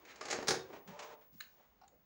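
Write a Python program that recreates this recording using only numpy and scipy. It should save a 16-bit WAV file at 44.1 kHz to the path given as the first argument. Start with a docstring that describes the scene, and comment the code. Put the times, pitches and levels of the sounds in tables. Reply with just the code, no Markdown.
"""A small, quiet room, with the thin whistle of a picture tube. A cassette is pushed into a video tape
deck: its plastic shell scrapes and rattles through the slot and clacks the flap, then the carriage
clunks and rings the sheet-metal case. The loading motor whirs through its gears, a latch snaps and
small parts settle."""
import sys
import numpy as np
from scipy import signal
from scipy.fft import rfft, irfft
from scipy.io import wavfile
from scipy.ndimage import uniform_filter1d

SR = 44100
rng = np.random.default_rng(int(sys.argv[2]) if len(sys.argv) > 2 else 0)


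def master(y):
    """Save y as 16-bit WAV."""
    cut = np.clip(np.atleast_2d(y).T, -1, 1)
    pcm = np.round(cut * 32767)  # scale
    wavfile.write(sys.argv[1], SR, pcm.astype(np.int16))


N = 90404
T = np.arange(N) / SR

# Blows inside the deck. Each row: start in seconds, relative level in dB, rattle decay in seconds,
# tilt in dB per octave, relative level of the case boom in dB.
SHELL_KNOCKS = [(0.0502, -27.5, .004, 1.5, -35), (.1032, -26, .012, 0, -34.5),
                (0.1578, -23, .004, 1.5, -33.5), (.2099, -10.5, .005, -0.5, -28),
                (0.253, -11.5, .005, 1.5, -20), (0.2834, -11, .005, -0.5, -27), (.301, -6, .008, 1, -15),
                (0.3081, -3.5, 0.0074, 4, -12.5), (0.3269, -2.5, .005, -0.5, -9),
                (.341, -11, 0.002, -6.5, -7.5), (.386, -3.5, .003, -9, -15.5),
                (0.4258, -9, .006, -3.5, -17.5), (.444, -25, .004, -6.5, -17)]
CARRIAGE_CLUNKS = [(0.471, -4, .008, -1, -31), (0.4813, 6.5, 0.009, 1.5, -7),
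                   (0.4864, 1.5, .003, -5.5, -22.5), (0.5058, 4.5, .004, -1, 3),
                   (0.516, -6, .004, -0.5, -21), (.541, -4, .006, -3, -12.5), (.553, -27.5, .005, -4, -13)]
GEAR_CLACKS = [(.70, -24, 0.005, -2.5, -18), (0.728, -13.5, 0.017, -2, -24),
               (0.761, -19.5, 0.0049, -4, -31), (0.8754, -24, 0.0064, 3.5, -35),
               (0.99, -12.5, 0.0068, 3, -34), (1.002, -22, 0.0026, -1, -55), (1.0222, -15, 0.014, 2.5, -55),
               (1.12, -21, 0.0077, -4, -30), (1.137, -27, 0.0043, -4, -42),
               (1.2094, -30.5, 0.021, 0.5, -60)]
# Tone colours of the cassette shell and the gears. Each row: frequency in Hz, level in dB.
SHELL_COLOUR = [(60, -27), (200, -11), (450, 0), (640, -2.5), (1050, -2), (1500, -3), (2050, -0.5),
                (3000, -7), (3800, -9), (4100, -4), (4380, -9.5), (4650, -1.5), (4950, -8.5), (5400, -5),
                (5750, -8), (6700, -4), (7200, -8), (8000, -18.5), (10000, -30), (15000, -48.5)]
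GEAR_COLOUR = [(60, -25.5), (250, -9), (450, 1.5), (950, 4.5), (1500, -2), (2400, -4), (4400, -13.5),
               (6800, -13.5), (8200, -27.5), (12000, -53), (15000, -52)]


def amp(db):
    """Decibels to gain."""
    return 10 ** (np.asarray(db) / 20)


def unit(x):
    """Scale to an energy of one."""
    return x / np.sqrt(np.sum(x ** 2) + 1e-18)


def curve(rows, column=1):
    """One column of a table, joined by straight lines in time."""
    rows = np.array(rows)
    return np.interp(T, rows[:, 0], rows[:, column])


def through(x, response):
    """Pass a sound through an impulse response."""
    return signal.fftconvolve(x, response)[:N]


def colour(points, tilt_db=0, size=4096):
    """Causal response of unit energy with the given spectrum, tilted per octave."""
    octave = np.log2(np.maximum(np.fft.rfftfreq(size, 1 / SR), 10))
    hz, db = np.array(points).T
    tilt = tilt_db * np.clip(octave, np.log2(250), np.log2(8000))
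    cepstrum = irfft(np.log(amp(np.interp(octave, np.log2(hz), db) + tilt)))
    cepstrum[1:size // 2] *= 2  # minimum phase keeps attacks sharp
    cepstrum[size // 2 + 1:] = 0
    return unit(irfft(np.exp(rfft(cepstrum))))


def even(x, width_hz):
    """Smooth out chance peaks and holes in the spectrum of a burst."""
    size = 4 * len(x)
    spectrum = rfft(x, size)
    power = uniform_filter1d(abs(spectrum) ** 2, max(int(width_hz * size / SR), 1))
    return unit(irfft(spectrum / np.sqrt(power + 1e-6 * power.mean()))[:len(x)])


def tail(t60, build_s):
    """Dense, diffuse ringing that lasts t60 seconds at 1 kHz; the treble dies first."""
    t = T[:2 ** 15]
    noise = rfft(rng.standard_normal(len(t)))
    octave = np.clip(np.log2(np.fft.rfftfreq(len(t), 1 / SR) / 1000 + 1e-9), -3, 3)
    wash = np.zeros(len(t))
    for k in range(-3, 4):
        band = irfft(noise * np.maximum(1 - abs(octave - k), 0))
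        band_t60 = t60 * 2 ** (-0.26 * k)
        wash += band * np.exp(-np.log(1000) * t / band_t60)
    return even(wash * (1 - np.exp(-t / build_s)), width_hz=30)


def flutter(hz):
    """Quick random wavering, rms one."""
    return unit(uniform_filter1d(rng.standard_normal(N), int(SR / hz))) * np.sqrt(N)


def grit():
    """Dense tiny contacts of uneven strength, rms one."""
    return unit(rng.standard_normal(N) * np.exp(0.38 * rng.standard_normal(N))) * np.sqrt(N)


def friction(levels, spectrum, tilt_db=0):
    """Rubbing surfaces: grit in the colour of the part, following a level curve."""
    return amp(curve(levels)) * through(grit(), colour(spectrum, tilt_db))


def strikes(rows):
    """One impulse for each (seconds, dB)."""
    out = np.zeros(N)
    for s, db in rows:
        out[int(s * SR)] += amp(db)
    return out


def ring(force, modes):
    """A struck object rings in its decaying modes."""
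    t = T[:SR // 2]
    response = sum((-1) ** k * amp(db) * np.sin(2 * np.pi * hz * t) * np.exp(-np.log(1000) * t / t60)
                   for k, (hz, db, t60) in enumerate(modes))
    return through(force, response)


def rattles(rows, spectrum, rise_s, size=4096):
    """Each blow swells, chatters briefly and takes on the colour of the part."""
    out, contacts, t = np.zeros(N), grit(), T[:size]
    for s, db, rattle_s, tilt_db, _ in rows:
        start = int(s * SR)
        envelope = (1 - np.exp(-t / rise_s)) * np.exp(-t / rattle_s)
        burst = even(contacts[start:start + size] * envelope, width_hz=340)
        blow = amp(db) * unit(signal.fftconvolve(burst, colour(spectrum, tilt_db)))
        out[start:start + len(blow)] += blow
    return out


def room_air():
    """Still air: a faint, dark bed of noise."""
    # Colour of the air. Each row: frequency in Hz, level in dB.
    spectrum = [(25, -19.5), (55, 10), (100, 2), (220, 6), (450, -3.5), (1000, -6), (2500, -22),
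                (7000, -25.5), (9000, -37.5), (15000, -41)]
    return amp(-76) * through(rng.standard_normal(N), colour(spectrum))


def tube_whistle(hz=15623):
    """The picture tube holds one thin, high pitch while its level flickers."""
    # Swells and dips of the whistle. Each row: time in seconds, rms level in dB.
    levels = [(0.0, -70.5), (0.14, -73), (0.25, -84), (0.28, -74), (0.46, -71), (0.48, -57), (0.56, -66),
              (0.59, -71.5), (0.89, -64), (0.99, -78), (1.05, -64.5), (1.12, -68), (1.37, -65.5),
              (1.41, -52), (1.44, -64.5), (1.87, -81), (1.94, -73.5), (2.05, -75)]
    envelope = np.sqrt(2) * amp(curve(levels)) * (1 + 0.1 * flutter(110))
    return envelope * np.sin(2 * np.pi * hz * T)


def shell_scrape():
    """The shell's edge rasps into the slot and its body slides in with a duller rub."""
    # Friction of the body and of the edge. Each row: time in seconds, level in dB.
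    slide = [(0, -99), (.045, -90), (.08, -59), (.13, -66), (.20, -62.5), (.23, -50.5), (.29, -50.5),
             (.35, -45), (.41, -51), (.46, -56.5), (.50, -82)]
    rasp = [(.045, -95), (.053, -57), (.08, -72), (.09, -56.5), (.125, -56), (.15, -65), (.20, -71),
            (.24, -100)]
    # Colour of the rasp. Each row: frequency in Hz, level in dB.
    rasp_colour = [(300, -24.5), (900, -11.5), (1250, -1), (2300, 3.5), (3100, -8.5), (4200, -7),
                   (5000, -16.5), (6600, -11.5), (8000, -28.5), (15000, -48.5)]
    return friction(slide, SHELL_COLOUR, tilt_db=-3) + friction(rasp, rasp_colour)


def deck_thuds():
    """Soft, low swells of noise as the deck shifts."""
    # Bumps and groans. Each row: peak time in seconds, level in dB, pitch in Hz, half-width in seconds.
    bumps = [(.04, -67.5, 380, .035), (0.9, -55.5, 180, 0.027), (1.352, -63.5, 180, 0.018),
             (1.36, -74, 92, 0.022), (1.71, -74, 54, .04), (1.594, -70, 630, 0.019),
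             (0.745, -57.5, 388, 0.041), (0.42, -46.5, 380, 0.0028), (.515, -49, 140, 0.008),
             (1.94, -71, 530, 0.026)]
    out = np.zeros(N)
    for s, db, hz, width_s in bumps:
        spectrum = [(hz / 4, -35), (hz / 1.4, -9), (hz, 0), (hz * 1.4, -11), (hz * 4, -55)]
        band = through(rng.standard_normal(N), colour(spectrum))
        swell = np.exp(-.5 * ((T - s) / width_s) ** 2)
        out += amp(db) * unit(band * swell) * np.sqrt(2 * width_s * SR)
    return out


def loading_blows():
    """The shell knocks, the carriage clunks and the gears clack; the panels ring on."""
    # Colour of the carriage. Each row: frequency in Hz, level in dB.
    carriage_colour = [(60, -27), (135, -7.5), (214, -13.5), (400, 0.5), (750, -3), (1130, -4), (1540, -1),
                       (2300, -6), (3000, -11), (3900, -3), (5550, -2), (6700, -3.5), (7800, -17),
                       (9100, -14), (10000, -23), (15000, -40)]
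    knocks = amp(-8) * rattles(SHELL_KNOCKS, SHELL_COLOUR, rise_s=.0018)
    clunks = amp(-8.5) * rattles(CARRIAGE_CLUNKS, carriage_colour, rise_s=.002)
    clacks = amp(-7) * rattles(GEAR_CLACKS, GEAR_COLOUR, rise_s=.0044)
    blows = knocks + clunks + clacks
    panels = through(blows, tail(t60=.35, build_s=.0028))
    return amp(-1) * blows + amp(-5.5) * panels


def body_resonance(soft_contact_hz=1100):
    """Every blow booms in the case, the hard carriage most brightly; knocks also ring the shell."""
    # Modes of the metal case and the hollow shell. Each row: pitch in Hz, level in dB, t60 in seconds.
    case_modes = [(73, -19.5, 0.7), (137, -14.5, 0.35), (236.4, -17, 0.47), (294.8, -5, 0.13),
                  (338.5, -2.5, .38), (377, 2.5, 0.44), (456, -2, 0.45), (480.4, -1, 0.4), (718, -5, .25),
                  (755, 3, 0.19), (827, -9, .22), (1468, -7.5, 0.088), (1528, -5.5, .25), (4060, -10, 0.12),
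                  (4250, -7.5, 0.16), (4620, -25.5, .22), (5537, -13.5, .24), (6750, -12, 0.22),
                  (9300, -24, .2)]
    shell_modes = [(440, -2, 0.18), (618, 2.5, 0.22), (816, 1, 0.31), (1714, -7.5, .12), (1995, -5, .14),
                   (2300, -5, .14), (6690, -7.5, .08)]
    soften = signal.butter(2, soft_contact_hz, fs=SR, output="sos")
    soft = signal.sosfilt(soften, strikes((s, db) for s, *_, db in SHELL_KNOCKS + GEAR_CLACKS))
    hard = strikes((s, db) for s, *_, db in CARRIAGE_CLUNKS)
    knocks = strikes(row[:2] for row in SHELL_KNOCKS)
    return amp(-43) * ring(soft + hard, case_modes) + amp(-47) * ring(knocks, shell_modes)


def slot_flap():
    """The flap clacks and its spring pings."""
    # Strikes on the flap and the spring. Each row: start in seconds, level in dB.
    hits = [(.2105, -45)]
    plucks = [(.4249, -68.5)]
    # Their modes. Each row: pitch in Hz, level in dB, t60 in seconds.
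    flap_modes = [(820, -6, .08), (1130, -2, .1), (1213, -2.5, 0.27), (1343, -3, .08), (5200, -6, 0.077)]
    spring_modes = [(9880, 0.5, .07), (11300, -10, .04)]
    return ring(strikes(hits), flap_modes) + ring(strikes(plucks), spring_modes)


def gear_grind():
    """The gears grind in uneven surges."""
    # Friction of the gears. Each row: time in seconds, level in dB.
    levels = [(.62, -66.5), (.70, -64), (.745, -60), (.785, -62), (.81, -81), (.86, -75.5), (.89, -56.5),
              (.97, -61.5), (1.03, -53.5), (1.09, -59), (1.135, -56.5), (1.17, -79), (1.22, -74.5),
              (1.29, -85.5), (1.55, -75), (1.62, -71), (1.72, -78), (2.05, -85)]
    return friction(levels, GEAR_COLOUR)


def loading_motor():
    """The motor spins up, whines and winds down, each partial wavering under the load."""
    # The motor's run. Each row: time in seconds, base frequency in Hz, level in dB.
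    run = [(.86, 132.5, -66), (.91, 141.3, -58.5), (.96, 149.8, -55.5), (1.04, 150.9, -57),
           (1.12, 151.9, -57), (1.2, 147.3, -70), (1.25, 134.8, -100)]
    # Shaft and gear partials. Each row: multiple of the base frequency, level in dB.
    partials = [(3, -3), (4, -3.5), (5, -12.5), (6, -6.5), (6.6, -7.5), (8.2, -13)]
    phase = 2 * np.pi * np.cumsum(curve(run) * (1 + .02 * flutter(100))) / SR
    whine = sum(amp(db) * (1 + 0.4 * flutter(70)) * np.sin(k * phase) for k, db in partials)
    running = (T > run[0][0]) & (T < run[-1][0])
    return running * amp(curve(run, column=2)) * whine


def sliding_parts():
    """Parts slide over each other with a soft hiss."""
    # Swells of the hiss. Each row: time in seconds, level in dB.
    levels = [(1.30, -95.5), (1.335, -77.5), (1.39, -75.5), (1.43, -87), (1.49, -77.5), (1.55, -82),
              (1.68, -96), (1.75, -102)]
    # Its colour. 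Each row: frequency in Hz, level in dB.
    spectrum = [(200, -29.5), (1200, -7), (2100, -1), (3000, -2.5), (4500, 1), (7000, 1), (8500, -13.5),
                (15000, -21)]
    return friction(levels, spectrum)


def small_parts(crack_rise_s=.0006):
    """A pawl ticks, the latch snaps and a lever settles; each rings and crackles in the housing."""
    # Strikes on each part. Each row: start in seconds, level in dB.
    ticks = [(.8775, -55), (1.879, -55), (1.8806, -56)]
    snaps = [(1.4045, -45), (1.4078, -36.5)]
    taps = [(1.8145, -58), (1.836, -59)]
    # Modes of each part. Each row: pitch in Hz, level in dB, t60 in seconds.
    pawl = [(3700, -18, 0.032), (6630, -4.5, 0.021), (7320, -6, 0.014), (9620, -16, .015)]
    latch = [(1314, -4.5, 0.0085), (1713, 0, 0.021), (1625, -27, 0.086), (2070, -11, 0.014),
             (2430, -8, 0.014), (2850, -11.5, 0.024), (3920, -3.5, 0.014), (4250, -3, 0.014),
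             (4240, -26, .11), (6590, -9, 0.018), (7230, -17, 0.027), (8430, -21, 0.014),
             (9920, -20.5, 0.012)]
    lever = [(735, 1, 0.07), (802, -2.5, 0.16), (852, 0, 0.045), (910, -2, .05), (1100, -7, 0.096),
             (1440, -8, 0.055), (5030, -14, 0.059), (5620, -12.5, 0.045)]
    # Colour of the housing. Each row: frequency in Hz, level in dB.
    housing = [(300, -25), (900, -10.5), (1700, -2), (2800, 1.5), (3400, -8), (4100, 1.5), (5300, -9),
               (7000, -13), (9000, -26), (15000, -32)]
    out = np.zeros(N)
    for hits, modes, crack_db, crack_s in (
            (snaps, latch, 9, .023), (taps, lever, 11, .017), (ticks, pawl, 5.5, .0043)):
        force = strikes(hits)
        envelope = (1 - np.exp(-T / crack_rise_s)) * np.exp(-T / crack_s)
        crack = unit(through(grit() * envelope, colour(housing)))
        out += ring(force, modes) + amp(crack_db) * through(force, crack)
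    return out


def scene():
    """The deck over still air and the tube's whistle; its lighter sounds echo in the small room."""
    light_parts = slot_flap() + loading_motor() + small_parts() + deck_thuds()
    room = amp(-10) * through(light_parts, tail(t60=.28, build_s=.0086))
    background = room_air() + tube_whistle()
    impacts = loading_blows() + body_resonance()
    rubbing = shell_scrape() + gear_grind() + sliding_parts()
    return (impacts + rubbing + light_parts + room + background)[None]


def record(dry, low_cut_hz=34, top_hz=16100):
    """Thin the deep bass and cut the very top."""
    thin = signal.sosfilt(signal.butter(4, low_cut_hz, "high", fs=SR, output="sos"), dry)
    return signal.sosfilt(signal.ellip(10, .1, 80, top_hz, fs=SR, output="sos"), thin)


dry = scene()
out = record(dry)
master(out)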